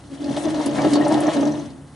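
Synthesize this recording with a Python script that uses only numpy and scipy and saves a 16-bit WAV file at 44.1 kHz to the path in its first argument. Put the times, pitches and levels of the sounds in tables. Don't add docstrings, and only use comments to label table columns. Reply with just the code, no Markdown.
import sys
import numpy as np
from scipy import signal
from scipy.fft import rfft, irfft, next_fast_len
from scipy.io import wavfile
from scipy.ndimage import map_coordinates

SR = 44100
rng = np.random.default_rng(int(sys.argv[2]) if len(sys.argv) > 2 else 0)


def wrap_up_sound(samples):
    columns = np.atleast_2d(samples).T
    tamed = np.clip(columns, -1, 1)
    steps = np.round(tamed * 32767).astype(np.int16)
    wavfile.write(sys.argv[1], SR, steps)


N = 85995

# time_s, level_db
DRONE_ENV = [(0, -62), (0.058, -43), (0.086, -50), (0.13, -30), (0.184, -43), (0.216, -28), (0.308, -22),
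             (0.336, -32), (0.374, -22), (0.422, -32), (0.46, -20), (0.532, -27), (0.602, -22), (0.64, -34),
             (0.672, -17), (0.726, -28), (0.76, -28), (0.786, -20), (0.82, -25), (0.87, -14), (0.9, -26),
             (0.93, -14.5), (1.02, -16), (1.075, -24), (1.11, -18), (1.178, -17), (1.2, -24), (1.286, -17),
             (1.312, -33), (1.345, -27), (1.374, -16), (1.51, -21), (1.526, -26), (1.656, -30),
             (1.685, -40), (1.78, -41), (1.95, -62)]
BOOM_ENV = [(0, -84), (0.26, -49), (0.32, -26.5), (0.4, -47), (0.5, -29.5), (0.56, -39.5), (0.86, -26.5),
            (0.92, -32), (1.1, -31.5), (1.16, -27), (1.27, -40), (1.33, -34.5), (1.7, -37), (1.95, -70)]
GRIND_ENV = [(0, -65), (0.17, -45.5), (0.29, -32), (0.35, -34), (0.42, -31.5), (0.48, -24.5), (0.52, -33.5),
             (0.6, -26), (0.68, -31), (0.8, -22.5), (0.87, -22.5), (0.9, -27.5), (0.97, -23), (1.15, -25),
             (1.28, -21), (1.32, -25), (1.46, -27.5), (1.56, -33.5), (1.73, -48), (1.95, -63)]
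OIL_ENV = [(0, -57), (0.1, -52.5), (0.3, -41), (0.7, -38), (0.77, -38), (0.93, -37), (1.0, -38.5),
           (1.3, -36.5), (1.42, -42), (1.6, -45.5), (1.78, -61), (1.95, -58)]
# time_s, pitch_hz
CASING_NOTE = [(0.28, 283.3), (0.46, 297.3), (0.63, 304), (0.68, 277.7), (0.72, 298.8), (0.76, 280.7),
               (0.83, 280.7), (0.865, 302.6), (1.0, 285.8), (1.09, 307.8), (1.28, 299), (1.32, 318.3),
               (1.37, 286.3), (1.64, 294.9), (1.72, 272.5)]
# pitch_hz, width_hz, gain_db
DRONE_MODES = [(264.5, 15, -6), (311.6, 25.3, -2.5), (345, 16.4, -2.5), (222.2, 17.5, -6.5),
               (393, 51, -11.5)]
BOOM_MODES = [(144.6, 9.7, -1.5), (128.8, 13.3, -10.5), (99.5, 4.7, -16.5), (226.8, 20, -9)]
GRIND_MODES = [(573.6, 20.4, 1), (619.6, 26.8, 1), (664, 51.4, -1.5), (737, 73, -6.5), (837.5, 19.6, -3.5),
               (930, 46, -11), (1002, 50, -12), (1105.6, 31, -13.5), (1206, 31, -16.5), (1317, 31, -17),
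               (1650, 78, -23.5), (1836, 65, -18.5), (2113, 62, -31), (2900, 28, -24.5)]
TIP_MODES = [(4146, 240, 3.5), (5000, 900, -4), (6075, 240, 5)]
# start_s, level_db
TOOTH_KNOCKS = [(0.199, -43), (0.287, -41), (0.368, -24.5), (0.451, -28.5), (0.543, -28.5), (0.585, -31),
                (0.661, -27.5), (0.779, -23), (0.844, -21), (0.953, -21), (1.006, -24), (1.062, -22),
                (1.107, -20.5), (1.143, -24.5), (1.174, -24.5), (1.227, -25), (1.256, -24.5), (1.276, -18),
                (1.362, -22.5), (1.425, -20.5), (1.461, -26), (1.541, -33), (1.592, -35)]
GEAR_TICKS = [(0.485, -40), (1.267, -30.5), (1.351, -39), (1.409, -34), (1.432, -38.5), (1.452, -30.5),
              (1.472, -33.5), (1.52, -35.5), (1.593, -41), (1.658, -45)]
# start_s, level_db, pitch_hz, t60_s
TOOTH_CLANGS = [(0.585, -28.5, 922, 0.14), (0.785, -28.5, 2274, 0.089), (0.843, -14.5, 596.6, 0.14),
                (1.008, -22, 1880, 0.074), (1.045, -17.5, 585.4, 0.21), (1.063, -15.5, 837.2, 0.074),
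                (1.106, -20.5, 942, 0.13), (1.113, -18, 754, 0.078), (1.142, -17, 827, 0.076),
                (1.173, -17.5, 684, .08), (1.265, -35, 1919, 0.13)]
SNAP_HITS = [(0.242, -34, 4500, 0.031), (0.365, -28, 3480, 0.043), (0.544, -32.5, 3930, 0.058),
             (0.615, -29, 5040, 0.015), (0.659, -25.5, 10400, 0.057), (0.661, -31, 4970, 0.062),
             (0.818, -28.5, 5180, 0.037), (0.847, -28.5, 3099, 0.03), (0.905, -26.5, 9350, 0.012),
             (0.9329, -22.5, 4130, 0.06), (0.933, -28, 7884, 0.062), (0.954, -25.5, 4069, 0.067),
             (1.0806, -29, 8600, 0.034), (1.122, -27, 5193, 0.029), (1.142, -21, 3420, 0.024),
             (1.203, -29, 9600, 0.064), (1.292, -34.5, 3160, 0.2), (1.366, -28, 3850, 0.041),
             (1.475, -34.5, 4350, .03), (1.703, -40.5, 4250, 0.026)]
# frequency_hz, gain_db
GRIT_EQ = [(60, -26), (130, -22), (250, -9.5), (480, 5), (800, -21.5), (1400, -12.5), (2300, -21.5),
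           (4000, -27), (9000, -68)]
CRACKLE_EQ = [(1290, 1), (2200, 3.5), (2400, -4), (2960, 1.5), (5350, -3.5), (6120, -3.5), (7650, -6),
              (10100, -5), (11000, -13), (14300, -77)]
SQUEEZE_EQ = [(2000, -30), (4000, -10), (6500, 1), (9500, 6), (11000, 1)]
WORKSHOP_EQ = [(15, -70), (25, -28), (59, -11.5), (112, -7.5), (145, -7.5), (178, -6), (372, -17),
               (619, -25), (778, -19.5), (1470, -28), (2000, -33), (2330, -41), (6440, -42), (8970, -38),
               (11000, -39.5), (14300, -80)]
# pitch_hz, level_db
HUM_PARTIALS = [(73, -54.5), (146, -49)]
# frequency_hz, t60_s
ROOM_DECAY = [(150, 0.126), (1500, 0.36), (10000, 0.035)]
# frequency_hz, lead_rad
LEFT_LEAD = [(0, 0.91), (430, -0.36), (1380, 0.66), (2670, 0.15), (3360, -0.43), (10900, 0.56)]

NOTE_DB, DRONE_DB, BOOM_DB, KNOCK_DB = -1, -7, -1.5, -3.5
WAVER_HZ, FLUTTERS_PER_S, FLUTTER_DB, OCTAVE_DB, OCTAVE_FLUTTER_DB = 9.23, 90, 2.05, -13, 5.5
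CONTACTS_PER_S, CONTACT_SPREAD_DB, LEVELLING_S, PUSH_S = 2200, 3.5, 0.024, 0.0001
GRIND_DB, GRIT_DB, CLACK_DB, SCUFF_DB, SCUFF_RISE_S, GRIND_LOW_CUT_HZ = -2.5, -6, 1, -3, 0.0062, 466
CHATTER_DB, CHATTER_SWING_DB, CHATTERS_PER_S = -12, 5.5, 90
BUBBLES_PER_S, BUBBLE_SPREAD_DB, BUBBLE_DECAY_CYCLES = 1800, 5, 5
CRACKLE_DB, FILM_DB, CLUMP_DB, CLUMPS_PER_S = -7, -5.5, -0.5, 70
SQUEEZE_START_S, SQUEEZE_LENGTH_S, SQUEEZE_DB = 0.36, 0.096, -40.5
TICK_HZ, TICK_T60_S, CLICK_RISE_S = 5960, 0.033, 0.0006
SNAP_WIDTH, TICK_WIDTH = 0.21, 0.07
LOW_SIDE_DB, HIGH_SIDE_DB, LOW_LEFT_DB, HIGH_LEFT_DB = -12, -8.5, 0.6, 2
WHINE_HZ, WHINE_DB, HIGH_CUT_HZ = 9222, -70.5, 11080


def casing_rumble():
    drone, boom = amp(curve(DRONE_ENV)), amp(curve(BOOM_ENV))
    singing = drone * (amp(NOTE_DB) * casing_note() + amp(DRONE_DB) * rolling(DRONE_MODES))
    booming = boom * amp(BOOM_DB) * rolling(BOOM_MODES)
    thuds = amp(KNOCK_DB) * tooth_knocks(DRONE_MODES + BOOM_MODES)
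    diffuse = drone * rolling(DRONE_MODES) + boom * rolling(BOOM_MODES)
    return stereo(singing + booming + thuds, amp(LOW_SIDE_DB) * diffuse, LOW_LEFT_DB)


def casing_note():
    hz = curve(CASING_NOTE) + WAVER_HZ * wobble(FLUTTERS_PER_S)
    phase = 2 * np.pi * np.cumsum(hz) / SR
    octave = unit(amp(OCTAVE_FLUTTER_DB * wobble(FLUTTERS_PER_S)) * np.sin(2 * phase))
    fundamental = unit(amp(FLUTTER_DB * wobble(FLUTTERS_PER_S)) * np.sin(phase))
    return fundamental + amp(OCTAVE_DB) * octave


def rolling(modes):
    ringing = unit(ring(steel_contacts(), modes))
    power = signal.fftconvolve(ringing ** 2, np.hanning(int(2 * LEVELLING_S * SR)), "same")
    return unit(ringing / np.sqrt(np.abs(power) + 0.05 * power.mean()))


def steel_contacts():
    hits = rng.random(N) < CONTACTS_PER_S / SR
    polarity = np.sign(rng.standard_normal(N))
    strength = amp(CONTACT_SPREAD_DB * np.clip(rng.standard_normal(N), -2, 2))
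    return unit(hits * polarity * strength)


def tooth_knocks(modes):
    force = sum(amp(db) * tooth_push(s) for s, db in TOOTH_KNOCKS)
    single_peak = np.abs(ring(tooth_push(0), modes)).max()
    return ring(force, modes) / single_peak


def tooth_push(start_s):
    age = since(start_s) / PUSH_S
    return age * np.exp(-age)


def steel_grind():
    power = amp(curve(GRIND_ENV) + GRIND_DB) ** 2
    for s, db in TOOTH_KNOCKS:
        age = since(s) / SCUFF_RISE_S
        power += (amp(db + SCUFF_DB) * age * np.exp(1 - age)) ** 2
    textures = [rolling(GRIND_MODES) + amp(GRIT_DB) * coloured(steel_contacts(), GRIT_EQ)
                for _ in range(2)]
    direct, diffuse = np.sqrt(power) * textures
    clacks = amp(CLACK_DB) * tooth_knocks(GRIND_MODES)
    pair = stereo(direct + clacks, amp(HIGH_SIDE_DB) * diffuse, HIGH_LEFT_DB)
    return filtered(pair, lambda hz: hz ** 2 / np.hypot(hz ** 2, GRIND_LOW_CUT_HZ ** 2))


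def tooth_clangs():
    clangs = np.zeros(N)
    for s, db, hz, t60 in TOOTH_CLANGS:
        t = since(s)
        envelope = amp(db - 60 * t / t60) * (1 - np.exp(-t / 0.012))
        clangs += envelope * np.sin(2 * np.pi * hz * t + 0.58 * wobble(130))
    return stereo(amp(6) * clangs, 0, HIGH_LEFT_DB)


def oil_crackle():
    t = np.arange(SR // 100) / SR
    when, pitch, size = rng.random((4000, 3))[:int(BUBBLES_PER_S * N / SR)].T[:, :, None]
    cycles = (2500 + 8000 * pitch) * t
    strength = amp(-BUBBLE_SPREAD_DB * np.log(size + 1 / 20))
    pops = strength * np.sin(2 * np.pi * cycles) * np.exp(-cycles / BUBBLE_DECAY_CYCLES)
    positions = (when * N).astype(int) + np.arange(len(t))
    bursts = np.bincount(positions.ravel(), pops.ravel(), N)[:N]
    film = amp(FILM_DB + 4.25 * wobble(39.53)) * coloured(rng.standard_normal(N), CRACKLE_EQ)
    progress = np.minimum(since(SQUEEZE_START_S) / SQUEEZE_LENGTH_S, 1)
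    swell = np.sqrt(np.abs(np.sin(np.pi * progress)))
    squeeze = amp(SQUEEZE_DB) * swell * coloured(rng.standard_normal(N), SQUEEZE_EQ)
    crackle = amp(CRACKLE_DB) * coloured(bursts * amp(CLUMP_DB * wobble(CLUMPS_PER_S)), CRACKLE_EQ)
    oil = amp(curve(OIL_ENV)) * (film + crackle) + squeeze
    return placed(oil, left_db=2.5, wet_db=-6.5, side_db=-6)


def clicks(hits, width):
    track, t = np.zeros(N + SR), np.arange(SR // 8) / SR
    for s, db, hz, t60 in hits:
        envelope = amp(-60 * t / t60) * (1 - np.exp(-t / CLICK_RISE_S))
        b, a = signal.iirpeak(hz, 1 / width, SR)
        burst = signal.lfilter(b, a, rng.standard_normal(len(t)) * envelope)
        band_rms = np.sqrt(np.pi * hz * width / SR)
        track[round(s * SR):][:len(t)] += amp(db) * burst / band_rms
    return placed(track[:N], left_db=0.5, wet_db=-10, side_db=-11)


def tip_chatter():
    flurries = steel_contacts() * amp(CHATTER_SWING_DB * wobble(CHATTERS_PER_S))
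    tips = unit(ring(flurries, TIP_MODES))
    return stereo(amp(curve(OIL_ENV) + CHATTER_DB) * tips, 0, HIGH_LEFT_DB)


def workshop():
    t = since(0)
    mid, side = coloured(rng.standard_normal((2, N)), WORKSHOP_EQ)
    hum = sum(amp(db) * np.sin(2 * np.pi * hz * t + 1.4 * wobble(12.46)) for hz, db in HUM_PARTIALS)
    whine = amp(WHINE_DB) * np.sin(2 * np.pi * WHINE_HZ * t + wobble(27))
    return stereo(amp(-45) * mid, amp(-64) * side, left_db=0) + np.sqrt(2) * (hum + whine)


def placed(x, left_db, wet_db, side_db):
    hz, t, noise = signal.stft(rng.standard_normal((2, SR // 3)), SR, nperseg=256)
    decay = amp(-60 * t / along(ROOM_DECAY, hz)[:, None])
    tail = signal.istft(noise * decay, SR, nperseg=256)[1]
    common, side = signal.fftconvolve(x[None], tail, axes=1)[:, :N]
    return stereo(x + amp(wet_db) * x.std() * unit(common), amp(side_db) * x.std() * unit(side), left_db)


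def stereo(mid, side, left_db):
    return np.array([amp(left_db / 2) * (mid + side), amp(-left_db / 2) * (mid - side)])


def ring(x, modes):
    return filtered(x, lambda f: sum(
        (-1) ** k * amp(db) * 1j * f * width / (hz * hz - f * f + 1j * f * width)
        for k, (hz, width, db) in enumerate(modes)))


def coloured(x, eq):
    return unit(filtered(x, lambda hz: amp(along(eq, hz))))


def filtered(x, response):
    size = next_fast_len(N + SR // 2)
    return irfft(rfft(x, size) * response(np.fft.rfftfreq(size, 1 / SR)), size)[..., :N]


def along(points, hz):
    knots_hz, values = np.transpose(points)
    return np.interp(np.log(hz + 1), np.log(knots_hz + 1), values)


def curve(points):
    return np.interp(np.arange(N) / SR, *np.transpose(points))


def wobble(rate):
    return map_coordinates(rng.standard_normal(400), [np.arange(N) * rate / SR], mode="mirror")


def since(start_s):
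    return np.maximum(np.arange(N) / SR - start_s, 0)


def amp(db):
    return 10 ** (np.asarray(db) / 20)


def unit(x):
    return x / np.sqrt(np.mean(x ** 2) + 1e-20)


def scene():
    metal = casing_rumble() + steel_grind() + tooth_clangs() + tip_chatter()
    crackle = oil_crackle() + clicks(SNAP_HITS, SNAP_WIDTH)
    ticks = clicks([(s, db, TICK_HZ, TICK_T60_S) for s, db in GEAR_TICKS], TICK_WIDTH)
    return metal + crackle + ticks + workshop()


def record(dry):
    share = np.array([[0.5], [-0.5]])
    return filtered(dry, lambda hz: (hz < HIGH_CUT_HZ) * np.exp(1j * share * along(LEFT_LEAD, hz)))


dry = scene()
out = record(dry)
wrap_up_sound(out)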